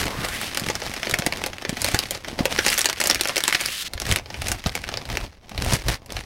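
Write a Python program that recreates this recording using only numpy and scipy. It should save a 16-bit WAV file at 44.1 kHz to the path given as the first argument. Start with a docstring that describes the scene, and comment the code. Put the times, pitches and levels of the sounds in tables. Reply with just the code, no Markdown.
"""A metallised plastic snack bag crackles as it is gripped, creased, pulled open and spread.
Creases in the film buckle with sharp snaps over a rustle of countless small ones. Fingers slide
on the film with a hiss, and the air-filled bag thumps as its walls pop in and out.
The bag is held close to one mono microphone, in a small quiet room that answers the snaps."""
import sys
import numpy as np
from scipy import signal
from scipy.fft import rfft, irfft, next_fast_len
from scipy.io import wavfile
from scipy.ndimage import map_coordinates

SR = 44100
rng = np.random.default_rng(int(sys.argv[2]) if len(sys.argv) > 2 else 0)


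def generate_wav(sig):
    """Save sig (samples, or channels by samples) to the path in sys.argv[1] as 16-bit PCM at SR."""
    pcm = np.round(np.clip(np.atleast_2d(sig).T, -1, 1) * 32767).astype(np.int16)
    wavfile.write(sys.argv[1], SR, pcm)


N = 275625


def amp(db):
    return 10 ** (np.asarray(db) / 20)


def unit_rms(x):
    return x / np.sqrt(np.mean(x ** 2) + 1e-20)


def along(points, hz):
    """Read between (Hz, value) points on a log frequency axis."""
    point_hz, values = np.transpose(points)
    return np.interp(np.log(hz + 1), np.log(point_hz + 1), values)


def coloured(x, spectrum):
    """x through a causal filter with this spectrum and unit power gain."""
    size = 8192
    gain = amp(along(spectrum, np.fft.rfftfreq(size, 1 / SR)))
    cepstrum = irfft(np.log(gain))
    cepstrum[1:size // 2] *= 2
    cepstrum[size // 2 + 1:] = 0
    response = irfft(np.exp(rfft(cepstrum)))
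    return signal.fftconvolve(x, response / np.linalg.norm(response))[:N]


def wobble(rate):
    """A smooth random curve, rate knots a second."""
    knots = rng.standard_normal(int(N * rate / SR) + 4)
    return map_coordinates(knots, [np.arange(N) * rate / SR])


def scatter(starts, rows):
    """Each row of samples summed into the signal at its start in seconds."""
    at = np.round(starts * SR).astype(int).reshape(-1, 1) + np.arange(rows.shape[1])
    return np.bincount(at.ravel(), rows.ravel(), N + SR)[:N]


# The quiet room at the microphone. Each row: frequency in Hz, relative level in dB.
ROOM_TONE = [(60, 5), (800, -34), (6000, -54), (16000, -65)]
def room_tone():
    """The room's steady floor: faint noise, mostly low rumble."""
    return amp(-55.5) * coloured(rng.standard_normal(N), ROOM_TONE)


# The small room's decay. Each row: frequency in Hz, time to fall 60 dB in seconds.
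ROOM_DECAY = [(300, 0.21), (2000, 0.14), (6000, 0.071)]
def room_answer(x):
    """Reflections reach the microphone, the treble dying first; two tails take turns."""
    hz, t, spectra = signal.stft(rng.standard_normal((2, SR // 4)), SR, nperseg=256)
    decay = amp(-60 * t / along(ROOM_DECAY, hz)[:, None])
    tails = signal.istft(spectra * decay, SR, nperseg=256)[1]
    turn = np.pi * np.arange(N) / SR / 0.3
    halves = x * np.array([np.cos(turn) ** 2, np.sin(turn) ** 2])
    return signal.fftconvolve(halves, tails / np.linalg.norm(tails[0]), axes=1).sum(axis=0)[:N]


# A whole wall of the bag pops in or out. Each row: start in seconds, level in dB, pitch in Hz.
WALL_POPS = [(0.187, -19, 143), (0.619, -20, 191), (0.678, -23, 150), (0.6998, -14.5, 460),
             (0.823, -19.5, 504), (1.127, -22, 131), (1.193, -16.5, 160), (1.27, -13.5, 304),
             (1.693, -16.5, 180), (1.727, -17.5, 247), (1.84, -24, 83.4), (1.941, -15.5, 96),
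             (1.944, -17.5, 254), (2.329, -22, 260), (2.406, -8.5, 220), (2.588, -12, 360),
             (3.952, -23, 85), (4.099, -15, 90.6), (4.119, -12.5, 92), (4.66, -14.5, 211),
             (4.664, -16.5, 75), (5.587, -18, 84.5), (5.734, -9, 118), (5.873, -23, 83.4),
             (5.888, -14, 110)]
def thumps():
    """The trapped air cushions the wall: a soft push of about two cycles."""
    start, db, hz = np.transpose(WALL_POPS)[..., None]
    t = np.arange(SR // 8) / SR
    age = hz * t / 0.35  # the push peaks 0.35 cycles in
    drift = np.cumsum(0.035 * rng.standard_normal(age.shape), axis=1)  # the creased wall moves unevenly
    return scatter(start, amp(db) * np.sin(2 * np.pi * hz * t + drift) * age * np.exp(1 - age))


# The bag's colours from close up. Each row: frequency in Hz, relative level in dB.
CRINKLE = [(500, -50.5), (1100, -5.5), (2000, 0.5), (3300, -3.5), (5400, -5), (6500, -10.5), (9000, -42)]  # the body of the creasing film
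SHEEN = [(4000, -27.5), (6500, -2.5), (9000, -2), (12000, -6.5), (15500, -14.5)]  # its bright top
WALL = [(90, -7.5), (200, 0.5), (400, -4.5), (750, -4.5), (1100, -10), (2000, -41)]  # the shaking walls
FLEX = [(12, -32), (30, -0.5), (80, -2.5), (120, -3), (260, -49.5)]  # the slow flexing of the bag
# How hard the hands work. Each row: time in seconds, creasing in dB, shaking of the walls in dB.
HANDLING = [(0.0, -23.5, -29), (0.1, -40, -35), (0.5, -36, -40.5), (0.72, -34, -35.5), (0.97, -38, -42),
            (1.395, -38.5, -37), (1.46, -38, -37.5), (1.58, -44.5, -45), (1.9, -31.5, -37),
            (2.181, -38.5, -41), (2.23, -44, -45.5), (2.42, -40, -34.5), (2.7, -24.5, -37),
            (2.97, -39, -49), (3.08, -34, -38.5), (3.33, -37, -46), (3.55, -27.5, -42.5), (3.9, -55.5, -52),
            (4.12, -27.5, -31.5), (4.23, -47.5, -44), (4.5, -33.5, -38), (4.62, -45.5, -50),
            (4.7, -37, -40.5), (5.03, -47, -44.5), (5.162, -37.5, -34.5), (5.26, -43, -43),
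            (5.381, -60.5, -56.5), (5.54, -49.5, -47), (5.62, -34.5, -30.5), (5.741, -25.5, -30.5),
            (5.831, -45, -45.5), (5.889, -27.5, -26.5), (5.962, -39, -46.5), (5.985, -57, -53),
            (6.05, -63, -51.5), (6.17, -35.5, -39), (6.25, -47, -47)]
def rustle():
    """Small creases give way in clumps; every one shakes film and wall together."""
    firm_grip_db, flex_limit_db, open_s = -35, -31.5, 3.89
    now = np.arange(N) / SR
    when, *levels = np.transpose(HANDLING)
    crinkle_db, wall_db = [np.interp(now, when, level) for level in levels]
    sheen_db = -42.5 + 1.22 * (crinkle_db - firm_grip_db)
    flex_db = -38 + 1.1 * (np.minimum(wall_db, flex_limit_db) - firm_grip_db)
    flex_db += 7.5 * (now > open_s)  # once open, the bag flexes more freely

    chance = rng.random((1500, 5))  # a row for each crease
    starts = chance[:, 0] * N / SR
    size_db = -4.5 * np.log(1 - 0.98 * chance[:, 1:2])  # many faint creases, a few strong ones
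    mix_db = 10 * (chance[:, 2:] - [0.5, 0.8, 0.5])  # each has its own mix of body, sheen and wall
    t = np.arange(400) / SR
    fade_db = -60 * t / 0.0058
    creases = np.array([scatter(starts, amp(size_db + db[:, None] + fade_db)) for db in mix_db.T])
    clumps = amp(2.2 * wobble(25) + 2.2 * wobble(90))
    body, sheen, wall = unit_rms(clumps * (creases + 0.8)) * rng.standard_normal((3, N))
    flexing = amp(2.8 * wobble(16)) * coloured(rng.standard_normal(N), FLEX)
    return (amp(crinkle_db) * coloured(body, CRINKLE) + amp(sheen_db) * coloured(sheen, SHEEN)
            + amp(wall_db) * coloured(wall, WALL) + amp(flex_db) * unit_rms(flexing))


def glide(noise, start, length, first_hz, last_hz):
    """Noise through a broad resonance that moves from one pitch to another."""
    hz, t, spectra = signal.stft(noise, SR, nperseg=512)
    centre_hz = first_hz * (last_hz / first_hz) ** np.clip((t - start) / length, 0, 1)
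    octaves = np.log2((hz[:, None] + 1) / centre_hz)
    gain = amp(np.minimum(20 * octaves, -10 * octaves))  # dB per octave under and over the centre
    gain /= np.sqrt(np.mean(gain ** 2, axis=0))
    return signal.istft(spectra * gain, SR, nperseg=512)[1][:N]


# Fingers slide on the film or the seal peels apart. Each row: start and length in seconds, level
# in dB, first and last pitch in Hz, sheen and wall in dB against the level, release in seconds.
SLIDES = [(0.087, 0.16, -36.5, 950, 1380, -8, -3, 0.013), (0.232, 0.2, -33.5, 1030, 2680, -4.5, -7, 0.1),
          (3.582, 0.2404, -32, 2100, 3320, -3.5, -21.5, 0.022),
          (3.838, 0.043, -33.5, 3000, 3570, -20, -17, 0.003)]
def hisses():
    """Fine friction: a rise, a grainy hold whose pitch climbs as the film tightens, a release."""
    attack_s, slip_db, grain_db = 0.02, 2.5, 2.5
    total = np.zeros(N)
    for start, length, db, first_hz, last_hz, sheen_db, wall_db, release_s in SLIDES:
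        t = np.arange(N) / SR - start
        envelope = np.clip(np.minimum(t / attack_s, 1 + (length - t) / release_s), 0, 1)
        friction = amp(slip_db * wobble(30) + grain_db * wobble(900)) * rng.standard_normal((4, N))
        resonance = glide(friction[0], start, length, first_hz, last_hz)
        bright = unit_rms(np.diff(friction[1], prepend=0))  # friction is brighter than creasing
        sheen = amp(sheen_db) * coloured(bright, SHEEN)
        wall = amp(wall_db) * coloured(friction[2], WALL)
        body = amp(-4) * coloured(friction[3], CRINKLE)
        total += amp(db) * envelope * (resonance + body + sheen + wall)
    return total


# The bag's wall after a snap. Each row: frequency in Hz, relative level in dB.
SHUDDER = [(120, -20.5), (250, -4.5), (500, 1), (900, -1.5), (2000, -32.5)]
# Creases buckle close to the microphone. Each row: start in seconds, level in dB, ring in Hz,
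# sheen and after-shiver in dB against the level.
BUCKLES = [(0.0316, -17, 2730, -12, -17), (0.067, -22, 3670, -19, -8), (0.2476, -17.5, 2370, -4, -10.5),
           (0.286, -17.5, 3470, -3, -12.5), (0.4142, -16, 1760, 2, -20), (0.5469, -17, 3400, 0, -18),
           (0.5731, -8.5, 2300, -1, -19), (0.5967, -14.5, 5150, -1.5, -14), (0.6869, -14, 2460, -8, -14),
           (0.701, -14, 6300, -14, -8.5), (0.7535, -11.5, 5030, -11, -15), (0.818, -22.5, 2500, -29, -6.5),
           (0.855, -26, 3960, -27, -15), (0.915, -23, 2400, -19, -19), (0.9384, -18.5, 2040, -7, -10),
           (0.964, -21, 3570, -12, -8.5), (1.031, -11.5, 1870, -17, -23), (1.0699, -16, 1800, -33, -13.5),
           (1.0955, -20, 2220, 0, -7.5), (1.1113, -11.5, 4050, -0.5, -16.5), (1.1387, -12.5, 1970, -7, -12),
           (1.1414, -5.5, 1470, -8, -23.5), (1.1873, -18.5, 3580, 1, -4.5), (1.2215, -13.5, 2490, -24, -19),
           (1.2639, -6.5, 1940, -4.5, -12.5), (1.3242, -7.5, 2400, -14, -24), (1.372, -19, 2580, -5, -21),
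           (1.439, -10, 2380, -10.5, -17.5), (1.4623, -14, 4700, -3, -9.5), (1.532, -21.5, 2320, -32, -12),
           (1.5832, -21, 2480, -18, -25), (1.621, -24, 2310, -13, -11), (1.6503, -17, 1910, -21, -12.5),
           (1.6934, -15, 2260, -3, -11.5), (1.7697, -18.5, 2350, -11, -10.5),
           (1.818, -14, 5400, 2.5, -13.5), (1.8446, -6.5, 4400, -3, -13.5), (1.9452, -7.5, 2060, -4, -14),
           (1.99, -3, 4940, -1.5, -33), (2.0559, -28, 4430, -16, -4.5), (2.1087, -13.0, 3730, 4, -17),
           (2.149, -21, 5750, -14, -3), (2.2466, -19.5, 2700, -19, -18), (2.283, -22, 3320.0, -7, -10.5),
           (2.3895, -18, 2200, -17, -7), (2.4547, -7.5, 2480, -6.5, -11.5), (2.526, -15, 2950, -27, -31),
           (2.5618, -36, 3830.0, -10, -23), (2.5864, -13, 2500, -11, -14), (2.59, -0.5, 2220, -25, -27),
           (2.664, -3.5, 2050, -4, -13.5), (2.682, -8.5, 4470, -5, -10.5), (2.6894, -7, 5560, -11, -30),
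           (2.701, -17, 2730.0, 4.5, -9.5), (2.7408, -17, 2730, 2.5, -12), (2.778, -7, 6260, -4, -26),
           (2.7828, -11, 3520, 3.5, -14.5), (2.7914, -7.5, 3400, 4, -20), (2.8084, -11.5, 3470, -1, -12.5),
           (2.8154, -6, 5600, -3, -32), (2.8444, -12, 2930, -3, -14), (2.857, 0.5, 2770, -2.5, -20.5),
           (2.8884, -12.5, 4380, -10, -12), (2.8977, -13, 1360, -3, -10), (2.929, -12.5, 2400, -6, -25),
           (3.001, -15.5, 2460, -4, -7), (3.0038, -15, 5360.0, 5.5, -19.5), (3.0131, -12.5, 5300, -4, -6),
           (3.039, -10.5, 4670, 1.5, -12), (3.0578, -11.0, 5300, -7, -8), (3.0721, -10.5, 4800, 5.5, -14.5),
           (3.0987, -1, 5400, -5, -12.5), (3.1109, -1.5, 5300, -17, -17.5), (3.1464, -7.5, 5650, -1, -20),
           (3.157, -11.5, 2530, -7, -24), (3.1978, -22, 2550, -29, -8), (3.2101, -6.5, 3420, -1.5, -11.5),
           (3.2353, -15.5, 5700, -4, -22), (3.2487, -14.5, 5600, -7, -18), (3.2552, -9, 1810, -7, -20.5),
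           (3.274, -16.5, 3800, -2, -13), (3.2861, -12, 5500, -3.5, -16.5),
           (3.2941, -9.5, 1360.0, -13, -19), (3.359, -11, 3600, -5, -18.5), (3.367, -6.5, 2160, -4, -17.5),
           (3.3794, -10.5, 5700, -4.5, -7), (3.4052, -13, 4540, -6, -15), (3.438, -5.5, 3420.0, -1, -26),
           (3.4792, -4, 1630, 0, -18), (3.5264, -5.5, 2230, -7, -24), (3.5495, -5, 2280, -34, -12),
           (3.61, -17, 4470, -1, -6.5), (3.6598, -6.5, 4730, -2.5, -27), (3.686, -14, 2390, -18.0, -25),
           (3.9353, -16, 4070, -3.5, -17), (3.9775, -21, 1990, -19.0, -16), (4.0004, -18, 2530, 3, -26),
           (4.0182, -14, 5500, -6, -16.5), (4.0662, -15, 1680.0, -5, -29), (4.1137, -8, 3470, -4.5, -17),
           (4.1235, -9, 2580, -1, -17), (4.1602, -6.5, 3630, -2.5, -21), (4.1867, -15.5, 2090.0, -18, -27),
           (4.259, -27.5, 2640, -25, -13), (4.302, -26.5, 2300, -20, -6.5), (4.343, -22.5, 2280, -14, -13),
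           (4.4187, -18, 2370.0, -3, -14), (4.47, -15, 4040, -6, -35), (4.4839, -16, 5700, -1.5, -9),
           (4.5167, -13, 5600, -1, -6.5), (4.64, -21, 2730.0, -9, -21), (4.661, -18.5, 3020, -23, -4),
           (4.669, -20, 4300, 1, -15), (4.7527, -13, 2580, -3.5, -13.5), (4.8403, -18.5, 1570.0, -11, -32),
           (4.8896, -16.5, 1370, -7.5, -17), (4.94, -15, 2120, -27, -21), (4.9727, -11.5, 5270, -24, -18),
           (5.054, -24, 3950, -11, -18), (5.1, -22.5, 1480, -12, -9), (5.1713, -11, 2800, -8, -16.5),
           (5.4942, -28, 3500, -2, -15.5), (5.578, -13, 4070, -16, -18), (5.6225, -19.5, 5830, -3, -21),
           (5.6476, -18, 2690.0, -4, -26), (5.699, -18.5, 1910, -12, -22), (5.735, -14.5, 5620.0, 3, -13),
           (5.8836, -14, 2120, -0.5, -7.5), (5.943, -22, 4360, -5, -16.5), (6.0605, -35, 5000, 1, -13),
           (6.104, -28, 3450, -8, -10), (6.1228, -23.5, 5350, 1, -18), (6.1672, -17.5, 2480, -13.0, -13.5)]
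def snaps():
    """A crease flips: the patch around it rings briefly and cracks, then film and wall shiver on."""
    ring_t60_s, shiver_t60_s, crack_t60_s = 0.0049, 0.0033, 0.003
    start, db, hz, sheen_db, after_db = np.transpose(BUCKLES)[..., None]
    t = np.arange(SR // 20) / SR
    jitter, body, sheen, wall = rng.standard_normal((len(start), 4, len(t))).swapaxes(0, 1)

    def fade(from_db, t60_s):
        return amp(from_db - 60 * t / t60_s)

    flip = amp(db) * (1 - np.exp(-t / 0.00016))
    after = amp(db + after_db) * (1 - np.exp(-t / 0.00074))  # the after-shiver builds more slowly
    drift = np.cumsum(0.25 * jitter, axis=1)  # the loose film holds no steady phase
    ring = np.sin(2 * np.pi * hz * t + drift) * flip * fade(3.5, ring_t60_s)
    thinness = np.clip(0.25 * np.log2(hz / 1500), 0, 0.95)  # a small, high patch has less body
    thinned = body - thinness * np.roll(body, 1, axis=1)
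    shiver = thinned * (flip * fade(2.5, shiver_t60_s) + after * fade(6, 0.032))
    crack = sheen * amp(sheen_db) * (flip * fade(3.5, crack_t60_s) + after * fade(-1, 0.042))

    when, creasing_db, shaking_db = np.transpose(HANDLING)
    slack_db = 0.45 * np.interp(start, when, shaking_db - creasing_db)  # a taut wall shudders less
    patch_db = 8.5 - 3.5 * np.log2(hz / 2000)  # larger, lower patches shake the wall more
    shudder = wall * after * fade(patch_db + slack_db, 0.023)
    return (scatter(start, ring) + coloured(scatter(start, shiver), CRINKLE)
            + coloured(scatter(start, crack), SHEEN) + coloured(scatter(start, shudder), SHUDDER))


def scene():
    """The bag up close, the room behind it; one microphone feeds both channels."""
    direct = snaps()
    mono = direct + amp(-7) * room_answer(direct) + rustle() + hisses() + thumps() + room_tone()
    return np.array([mono, mono])


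def record(dry):
    """The recorder rounds off the loudest peaks and keeps nothing above its band limit."""
    ceiling, top_hz = 0.68, 15900
    rounded = dry / (1 + np.abs(dry / ceiling) ** 4) ** (1 / 4)
    size = next_fast_len(N + SR // 2)
    in_band = np.fft.rfftfreq(size, 1 / SR) < top_hz
    return irfft(rfft(rounded, size) * in_band, size)[:, :N]


dry = scene()
out = record(dry)
generate_wav(out)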